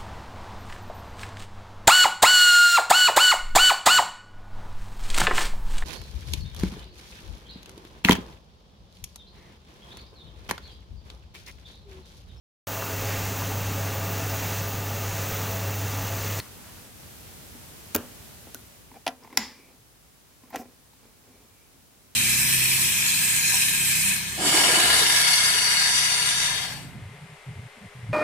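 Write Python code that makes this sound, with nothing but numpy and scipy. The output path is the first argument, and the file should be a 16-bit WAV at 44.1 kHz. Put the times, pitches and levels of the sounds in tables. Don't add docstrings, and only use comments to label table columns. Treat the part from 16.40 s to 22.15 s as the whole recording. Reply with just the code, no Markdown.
import sys
import numpy as np
from scipy import signal
from scipy.io import wavfile
from scipy.ndimage import uniform_filter1d

SR = 44100
rng = np.random.default_rng(int(sys.argv[2]) if len(sys.argv) > 2 else 0)


def store_pcm(level_fs):
    pcm = np.round(np.clip(level_fs, -1, 1) * 32767).astype(np.int16)
    wavfile.write(sys.argv[1], SR, np.atleast_2d(pcm).T)


N = 253575
TIME = np.arange(N) / SR
RING = TIME[:SR // 2]


def amp(db):
    return 10 ** (np.asarray(db) / 20)


def read(points, hz):
    f, value = np.transpose(points)
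    return np.interp(np.log(hz + 1), np.log(f + 1), value)


def add(mix, s, sound):
    part = mix[:, max(round(s * SR), 0):][:, :sound.shape[1]]
    part += sound[:, :part.shape[1]]


def unit(x):
    return x / np.sqrt(np.sum(x ** 2, axis=-1, keepdims=True) + 1e-20)


def colour(x, spectrum, size=4096):
    db = np.maximum(read(spectrum, abs(np.fft.fftfreq(size, 1 / SR))), -100)
    minimum_phase = np.exp(signal.hilbert(np.log(amp(db))).conj())
    taps = np.fft.ifft(minimum_phase).real[:size // 2]
    if x.ndim > 1:
        taps = taps[None]
    return signal.fftconvolve(x, taps, axes=-1)[..., :x.shape[-1]]


# f/Hz, side against mid/dB
NEAR_WIDTH = [(200, -29), (1000, -19), (4000, -15), (7000, -6.5), (15000, -8)]


def stereo(pair, width=NEAR_WIDTH):
    mid = pair[0]
    side = colour(pair[1], width)
    return np.array([mid + side, mid - side])


def noise(spectrum, width=NEAR_WIDTH, grit_db=0):
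    wander = unit(uniform_filter1d(rng.standard_normal(N), 128)) * np.sqrt(N)
    catches = np.tanh(wander)
    pair = colour(rng.standard_normal((2, N)) * amp(grit_db * catches), spectrum)
    return stereo(unit(pair) * np.sqrt(N), width)


def clicks(rows, spectrum, width=NEAR_WIDTH):
    pair = np.zeros((2, N))
    for s, db, t60, spike in rows:
        share = np.clip(spike, 0, 1)
        burst = unit(rng.standard_normal((2, len(RING))) * amp(-60 * RING / t60))
        burst[0] *= np.sqrt(1 - share)
        burst[0, 0] -= np.sqrt(share)
        add(pair, s, amp(db) * burst)
    return stereo(colour(pair, spectrum), width)


def swell(middle, length):
    return np.cos(np.pi * np.clip((TIME - middle) / length, -.5, .5)) ** 2


def strokes(rows):
    return np.sqrt(sum((amp(db) * swell(middle, length)) ** 2 for middle, length, db in rows))


# spectrum f/Hz, level/dB; width f/Hz, side against mid/dB
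EARLY_HISS_COLOUR = [(20, -35), (30, -4), (53, 1.5), (103, 2), (141, -2.5), (233, -3.5), (280, -7.5),
                     (426, -9.5), (666, -11.5), (1100, -15.5), (6500, -18), (12300, -18.5), (14800, -17.5),
                     (16000, -24.5)]
EARLY_HISS_WIDTH = [(60, -4.5), (180, -3), (550, -1), (1650, -0.5), (5000, -0.5), (15000, 0.5)]
# spectrum f/Hz, level/dB; width f/Hz, side against mid/dB
LATE_HISS_COLOUR = [(18, -30), (30, -3), (55, 0.5), (70, -3), (109, 0), (221, -8.5), (287, -10),
                    (526, -13.5), (962, -15), (1250, -16.5), (1460, -17.5), (2350, -19), (2900, -18.5),
                    (9710, -20), (16000, -22)]
LATE_HISS_WIDTH = [(60, -6), (180, -1), (550, -0.5), (1650, -0.5), (5000, -0.5), (15000, 1)]
EARLY_HISS_DB, LATE_HISS_DB = -48, -58.5
HISS_FADE_START_S, HISS_FADE_END_S = 1.86, 2.85
HISS_DIP_S, HISS_DIP_LENGTH_S, HISS_DIP_DEPTH = 0.517, 0.28, 0.22
WHINE_HZ, WHINE_DB = 10000, -68.5


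def background(whine_drop_db=-8):
    early = np.interp(TIME, [HISS_FADE_START_S, HISS_FADE_END_S], [1, 0])
    late = np.sqrt(np.clip(1 - early ** 2, 0, 1))
    dip = 1 - HISS_DIP_DEPTH * swell(HISS_DIP_S, HISS_DIP_LENGTH_S)
    early_hiss = dip * early * amp(EARLY_HISS_DB) * noise(EARLY_HISS_COLOUR, EARLY_HISS_WIDTH)
    late_hiss = late * amp(LATE_HISS_DB) * noise(LATE_HISS_COLOUR, LATE_HISS_WIDTH)
    whine_gain = amp(WHINE_DB) * (early + amp(whine_drop_db) * late)
    return early_hiss + late_hiss + whine_gain * np.sin(2 * np.pi * WHINE_HZ * TIME)


# f/Hz, t60/s
ROOM_T60 = [(150, 0.36), (500, 0.18), (1500, 0.18), (4000, 0.17), (14000, 0.17)]
# f/Hz, level/dB
ROOM_COLOUR = [(100, -19.5), (400, -15.5), (1500, -10.5), (3000, -19), (7000, -20), (15000, -21)]


def room(x, wet_db=-2, gap=0.0048, side_db=-10):
    hz, t, grid = signal.stft(rng.standard_normal((2, len(RING))), SR, nperseg=256)
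    decay = amp(-60 * t / read(ROOM_T60, hz)[:, None])
    tail = signal.istft(grid * decay, SR, nperseg=256)[1][:, :len(RING)]
    onset = np.clip(RING / gap - 1, 0, 1)
    tail = colour(unit(tail * onset), ROOM_COLOUR)
    tail = stereo(tail, [(100, side_db), (10000, 0.018)])
    return amp(wet_db) * signal.fftconvolve(x, tail, axes=1)[:, :N]


# middle t/s, length/s, level/dB
RUSTLES = [(.03, .22, -51.5), (.3, .6, -55.5)]
# f/Hz, level/dB
RUSTLE_COLOUR = [(100, -2), (300, -20), (1000, 9), (2500, 0), (6000, -12), (14000, -8.5)]


def cloth_rustles():
    return strokes(RUSTLES) * noise(RUSTLE_COLOUR)


# middle t/s, length/s, level/dB
RUBS = [(2.55, 0.2, -57.5), (2.84, 0.19, -53.5), (2.94, 0.14, -49), (3.16, 0.49, -58.5), (3.31, 0.2, -58),
        (4.07, 0.16, -60), (4.3, 0.16, -60), (4.65, .17, -57), (4.95, 0.53, -59.5), (5.37, 0.11, -63.5)]
# f/Hz, level/dB
RUB_COLOUR = [(150, -12), (250, 7.5), (340, -4), (450, -1), (620, -9.5), (950, -12.5), (1400, -17),
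              (1900, -19.5), (2350, -13), (2900, -24), (5500, -23), (9000, -47)]
GRIP_START_S, GRIP_DB = 2.5, -70.5


def finger_rubs():
    fingers = np.hypot(strokes(RUBS), amp(GRIP_DB) * (TIME > GRIP_START_S))
    return fingers * noise(RUB_COLOUR, grit_db=3.5)


# middle t/s, length/s, level/dB
SQUEAKS = [(3.21, 0.3, -60.5), (4.97, .3, -76), (5.19, 0.27, -69.5)]
# f/Hz, level/dB
SQUEAK_COLOUR = [(1500, -40), (2100, -12), (2350, 1), (2600, -11), (3500, -27)]


def plastic_squeaks():
    return strokes(SQUEAKS) * noise(SQUEAK_COLOUR)


# t/s, level/dB before colour, t60/s, share of clean spike/0-1
SLOT = [(0.0002, 3, 0.011, 0.11), (0.003, -10.5, 0.069, 0)]
# f/Hz, level/dB
SLOT_COLOUR = [(400, -23), (1000, -8), (2000, -6), (3200, -14.5), (4300, 4), (5500, -12), (7000, -19),
               (9000, -11), (15000, -38)]


def laptop_slot():
    return clicks(SLOT, SLOT_COLOUR)


# t/s, level/dB before colour, f/Hz
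TICKS = [(2.1462, -2.5, 5970), (2.1485, -1, 1480), (2.153, -0.5, 1470), (2.6669, 9.5, 2390),
         (2.6778, 3, 10000), (2.836, -15.5, 5100), (4.1042, -18, 14100), (4.534, -26, 4160)]


def ticks(t60=0.013, skirt_db=-28, spike=0.22):
    out = np.zeros((2, N))
    for s, db, hz in TICKS:
        peak = [(hz / 2 ** .5, skirt_db), (hz, 0), (hz * 2 ** .5, skirt_db)]
        out += clicks([(s, db, t60, spike)], peak)
    return out


# t/s, level/dB before colour, t60/s, share of clean spike/0-1
NUDGES = [(2.516, -8.5, 0.016, 0.5), (2.542, -5.5, 0.032, 0.4), (2.826, -10, 0.09, 0.03),
          (2.845, -4, 0.06, 0.05), (2.875, -10, 0.028, 0.2), (2.904, -9, .04, 0.3),
          (2.928, -1.5, 0.041, 0.2), (4.036, -11.5, 0.034, 0.4), (4.106, -7.5, 0.087, 0.3),
          (4.534, -19, .02, .6)]
# f/Hz, level/dB
NUDGE_COLOUR = [(120, -28), (250, -0.5), (450, -32), (650, -12), (820, -0.5), (1020, 0), (1300, -19),
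                (1650, -18), (2050, -7.5), (2900, -26), (5000, -26), (8000, -33), (15000, -28)]


def nudges():
    return clicks(NUDGES, NUDGE_COLOUR)


# middle t/s, length/s, scuff level/dB, solder-point hiss level/dB
SLIDES = [(2.566, .065, -48.5, -76), (4.155, 0.073, -32.5, -58), (4.197, 0.095, -43, -51.5),
          (4.235, 0.1, -54, -76)]
# f/Hz, level/dB
SCUFF_COLOUR = [(150, -32), (240, 3), (350, -13), (470, -2.5), (590, -10), (760, 4.5), (900, -14),
                (1030, -16), (1250, -19), (2200, -17), (3000, -25), (5700, -28), (9000, -43)]
# f/Hz, level/dB
GRAIN_COLOUR = [(2000, -34), (5500, 3), (10000, -4), (14500, 3.5), (16500, -6.5)]


def board_scuffs():
    middle, length, scuff_db, grain_db = np.transpose(SLIDES)
    scuff = strokes(zip(middle, length, scuff_db)) * noise(SCUFF_COLOUR, grit_db=4.5)
    grain = strokes(zip(middle, length, grain_db)) * noise(GRAIN_COLOUR, grit_db=3)
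    return scuff + grain


CHATTER_START_S, CHATTER_GAP_S, CHATTER_HZ = 4.1296, .0095, 770
CHATTER_DB, CHATTER_GROWTH_DB = -35.5, 3


def chatter(count=4):
    return [(CHATTER_START_S + k * CHATTER_GAP_S, CHATTER_DB + k * CHATTER_GROWTH_DB, CHATTER_HZ)
            for k in range(count)]


def modes(table, decay_time=RING):
    return np.array([amp(db - 60 * decay_time / t60) * np.sin(2 * np.pi * hz * RING)
                     for hz, db, t60 in table])


# t/s, level/dB on top of the desk's own levels, centre f/Hz
BLOWS = [(1.149, -38.5, 238), (1.5534, -20.5, 250), (2.07, -36, 487), (2.149, -36.5, 310),
         (2.6652, -31, 547), (2.6674, -16, 700), (2.6788, -22.5, 657), (2.6820, -31.5, 262),
         (2.9749, -22, 1004), (2.9762, -25, 254), (4.035, -44, 250), (4.1638, -29, 243),
         (4.197, -30.5, 230), (4.217, -32.5, 465), (4.255, -41.5, 465)]
# f/Hz, level/dB within one blow, t60/s
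DESK_MODES = [(103, -14.5, 0.11), (239.2, -6.5, 0.11), (256.9, -12, 0.22), (317, -4.5, 0.033),
              (386, -13, 0.13), (465, -19, 0.2), (555, -20.5, 0.23), (671, -6, 0.05), (757, -13.5, 0.14),
              (860, -2, 0.018), (1012, -6, 0.046), (1358, -3, 0.036), (1570, -25, 0.24), (1937, 1.5, 0.057),
              (2500, 1.5, 0.05)]


def desk(focus_db=11.0, push_db=16, wash_db=15, wash_t60=0.2):
    out = np.zeros((2, N))
    rings = modes(DESK_MODES)
    hz = np.transpose(DESK_MODES)[0]
    signs = (-1) ** (np.arange(len(DESK_MODES)) // 3)
    octaves = np.arange(-4, 5)
    for s, db, centre_hz in BLOWS + chatter():
        focus = amp(-focus_db * abs(np.log2(hz / centre_hz)))
        ring = (signs * focus) @ rings
        wash = amp(wash_db) * unit(rng.standard_normal(len(RING)) * amp(-60 * RING / wash_t60))
        wash[0] += amp(push_db)
        blow_colour = np.transpose([centre_hz * 2. 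** octaves, -focus_db * octaves ** 2 / 2])
        mono = ring + colour(wash, blow_colour)
        add(out, s, amp(db) * np.tile(mono, (2, 1)))
    return out


# t/s, level/dB before colour, t60/s, share of clean spike/0-1
BOARD_TAPS = [(4.1590, 0, 0.019, .5), (4.1622, -5.5, .025, 0.03)]
# f/Hz, level/dB
BOARD_COLOUR = [(500, -16), (1200, -9), (2500, -3), (4500, -16), (6000, -7.5), (9000, -16), (14500, -13),
                (16500, -32)]


def board_taps():
    return clicks(BOARD_TAPS, BOARD_COLOUR)


# t/s, level/dB before colour, t60/s,
# share of clean spike/0-1
CARD = [(1.5474, 3, 0.016, 0.2), (1.5486, 8, 0.0056, 0.15), (1.5510, 9, 0.01, 0.05),
        (1.5523, 5.5, 0.015, 0.1), (1.5620, 8, 0.0087, .1), (1.5640, -3, 0.018, 0.4),
        (2.1458, -3.5, 0.009, 0.2)]
# f/Hz, level/dB
CARD_COLOUR = [(400, -4), (950, -8), (2400, -7), (3900, -12.5), (5000, -10.5), (6900, -6), (7900, -18.5),
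               (9500, -8), (11000, -8), (14300, -0.5), (16500, -6)]
# t/s, level/dB before colour, t60/s, share of clean spike/0-1
THUMP = [(1.5492, 10, 0.022, 0.5), (1.5528, 19, 0.035, 0.4), (1.5575, 17.5, 0.075, 0.3),
         (1.5628, 14, 0.02, 0.4), (1.5660, 15, 0.33, 0.02)]
# f/Hz, level/dB
THUMP_COLOUR = [(50, -36), (90, 1.5), (150, -27.5), (250, 0), (370, -5.5), (530, -6), (780, -13.5),
                (1020, -10), (1250, -16.5), (1600, -12), (2100, -29), (3000, -20.5), (6000, -54)]


def card_into_board():
    return clicks(CARD, CARD_COLOUR) + clicks(THUMP, THUMP_COLOUR)


# t/s, level/dB before colour, t60/s, share of clean spike/0-1
PLUG = [(2.6654, 5, 0.0066, 0.5), (2.6672, 6.5, 0.019, 0.13), (2.6757, -2, 0.014, 0.7),
        (2.6777, 10, 0.016, 0.2), (2.6808, -1, 0.023, 0.4), (2.6848, -0.5, 0.038, 0.3)]
# f/Hz, level/dB
PLUG_COLOUR = [(70, -26), (200, -11.5), (450, -12), (720, 7.5), (1200, -10), (2300, -4.5), (2900, -5.5),
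               (3550, -4), (4400, -12.5), (5500, -6), (7000, -20), (8400, -32), (9800, -12.5), (12000, -29),
               (16000, -23)]


def plug_knocks():
    return clicks(PLUG, PLUG_COLOUR)


# t/s, level/dB before colour, t60/s, share of clean spike/0-1
LATCH = [(2.9712, -11, .015, 0), (2.9734, 13, 0.0074, 0.03), (2.9740, 10, 0.014, 0.02),
         (2.975, 1, 0.067, 0.1), (2.989, -10, 0.02, 0)]
# f/Hz, level/dB
LATCH_COLOUR = [(70, -23), (350, -18), (900, -6), (1300, -20), (2000, 1.5), (3300, -4), (3950, -1.5),
                (4350, -13), (4750, 1.5), (5650, 4), (6250, -18), (7000, -2), (8500, -19), (10900, -5),
                (14200, -13), (16500, -14)]
# f/Hz, side against mid/dB
LATCH_WIDTH = [(500, -26), (2000, -14), (4000, -9), (5300, -3.5), (7000, -1), (10000, 1), (15000, -10)]


def plug_snap():
    return clicks(LATCH, LATCH_COLOUR, LATCH_WIDTH)


# f/Hz, level/dB
SHELL_COLOUR = [(150, -4.5), (450, -2.5), (680, -18), (860, -1), (1400, -9), (2000, 0), (2500, -7),
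                (4300, -7), (5300, -1.5), (6400, -16), (7100, -11.5), (7900, -20), (12000, -24),
                (16000, -25)]
# f/Hz, level/dB, t60/s
SHELL_MODES = [(218, -38.5, 0.055), (832, -50.5, 0.31), (970, -48, 0.2), (1970, -49, 0.2),
               (4860, -52, 0.36), (5160, -55, .3), (5308, -52, .3), (5572, -56, 0.3), (5850, -63, .18),
               (6070, -62, 0.77), (7100, -50, 0.15), (6760, -49, 0.18)]


def socket_ring(ring_db=8, t60=0.41, hold=0.054, modes_db=0):
    out = np.zeros((2, N))
    dying = np.maximum(RING - hold, 0)
    wash = unit(rng.standard_normal((2, len(RING))) * amp(-60 * dying / t60))
    ring = modes(SHELL_MODES, dying).sum(axis=0)
    ring_pair = np.array([ring, signal.hilbert(ring).imag])
    pair = amp(ring_db) * colour(wash, SHELL_COLOUR) + amp(modes_db) * ring_pair
    snap_s = LATCH[1][0]
    add(out, snap_s, stereo(pair, LATCH_WIDTH))
    return out


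def scene():
    small_parts = laptop_slot() + ticks() + nudges()
    board = desk() + board_taps() + card_into_board()
    close = small_parts + board + plug_knocks() + plug_snap()
    sliding = cloth_rustles() + finger_rubs() + plastic_squeaks() + board_scuffs()
    return background() + room(close) + sliding + close + socket_ring()


def record(dry, low_cut_hz=42, edge_hz=16250):
    low_cut = signal.butter(6, low_cut_hz, "highpass", fs=SR, output="sos")
    band_limit = signal.firwin(301, edge_hz, window=("kaiser", 8), fs=SR)
    return signal.oaconvolve(signal.sosfilt(low_cut, dry), band_limit[None], "same")


dry = scene()
out = record(dry)
store_pcm(out)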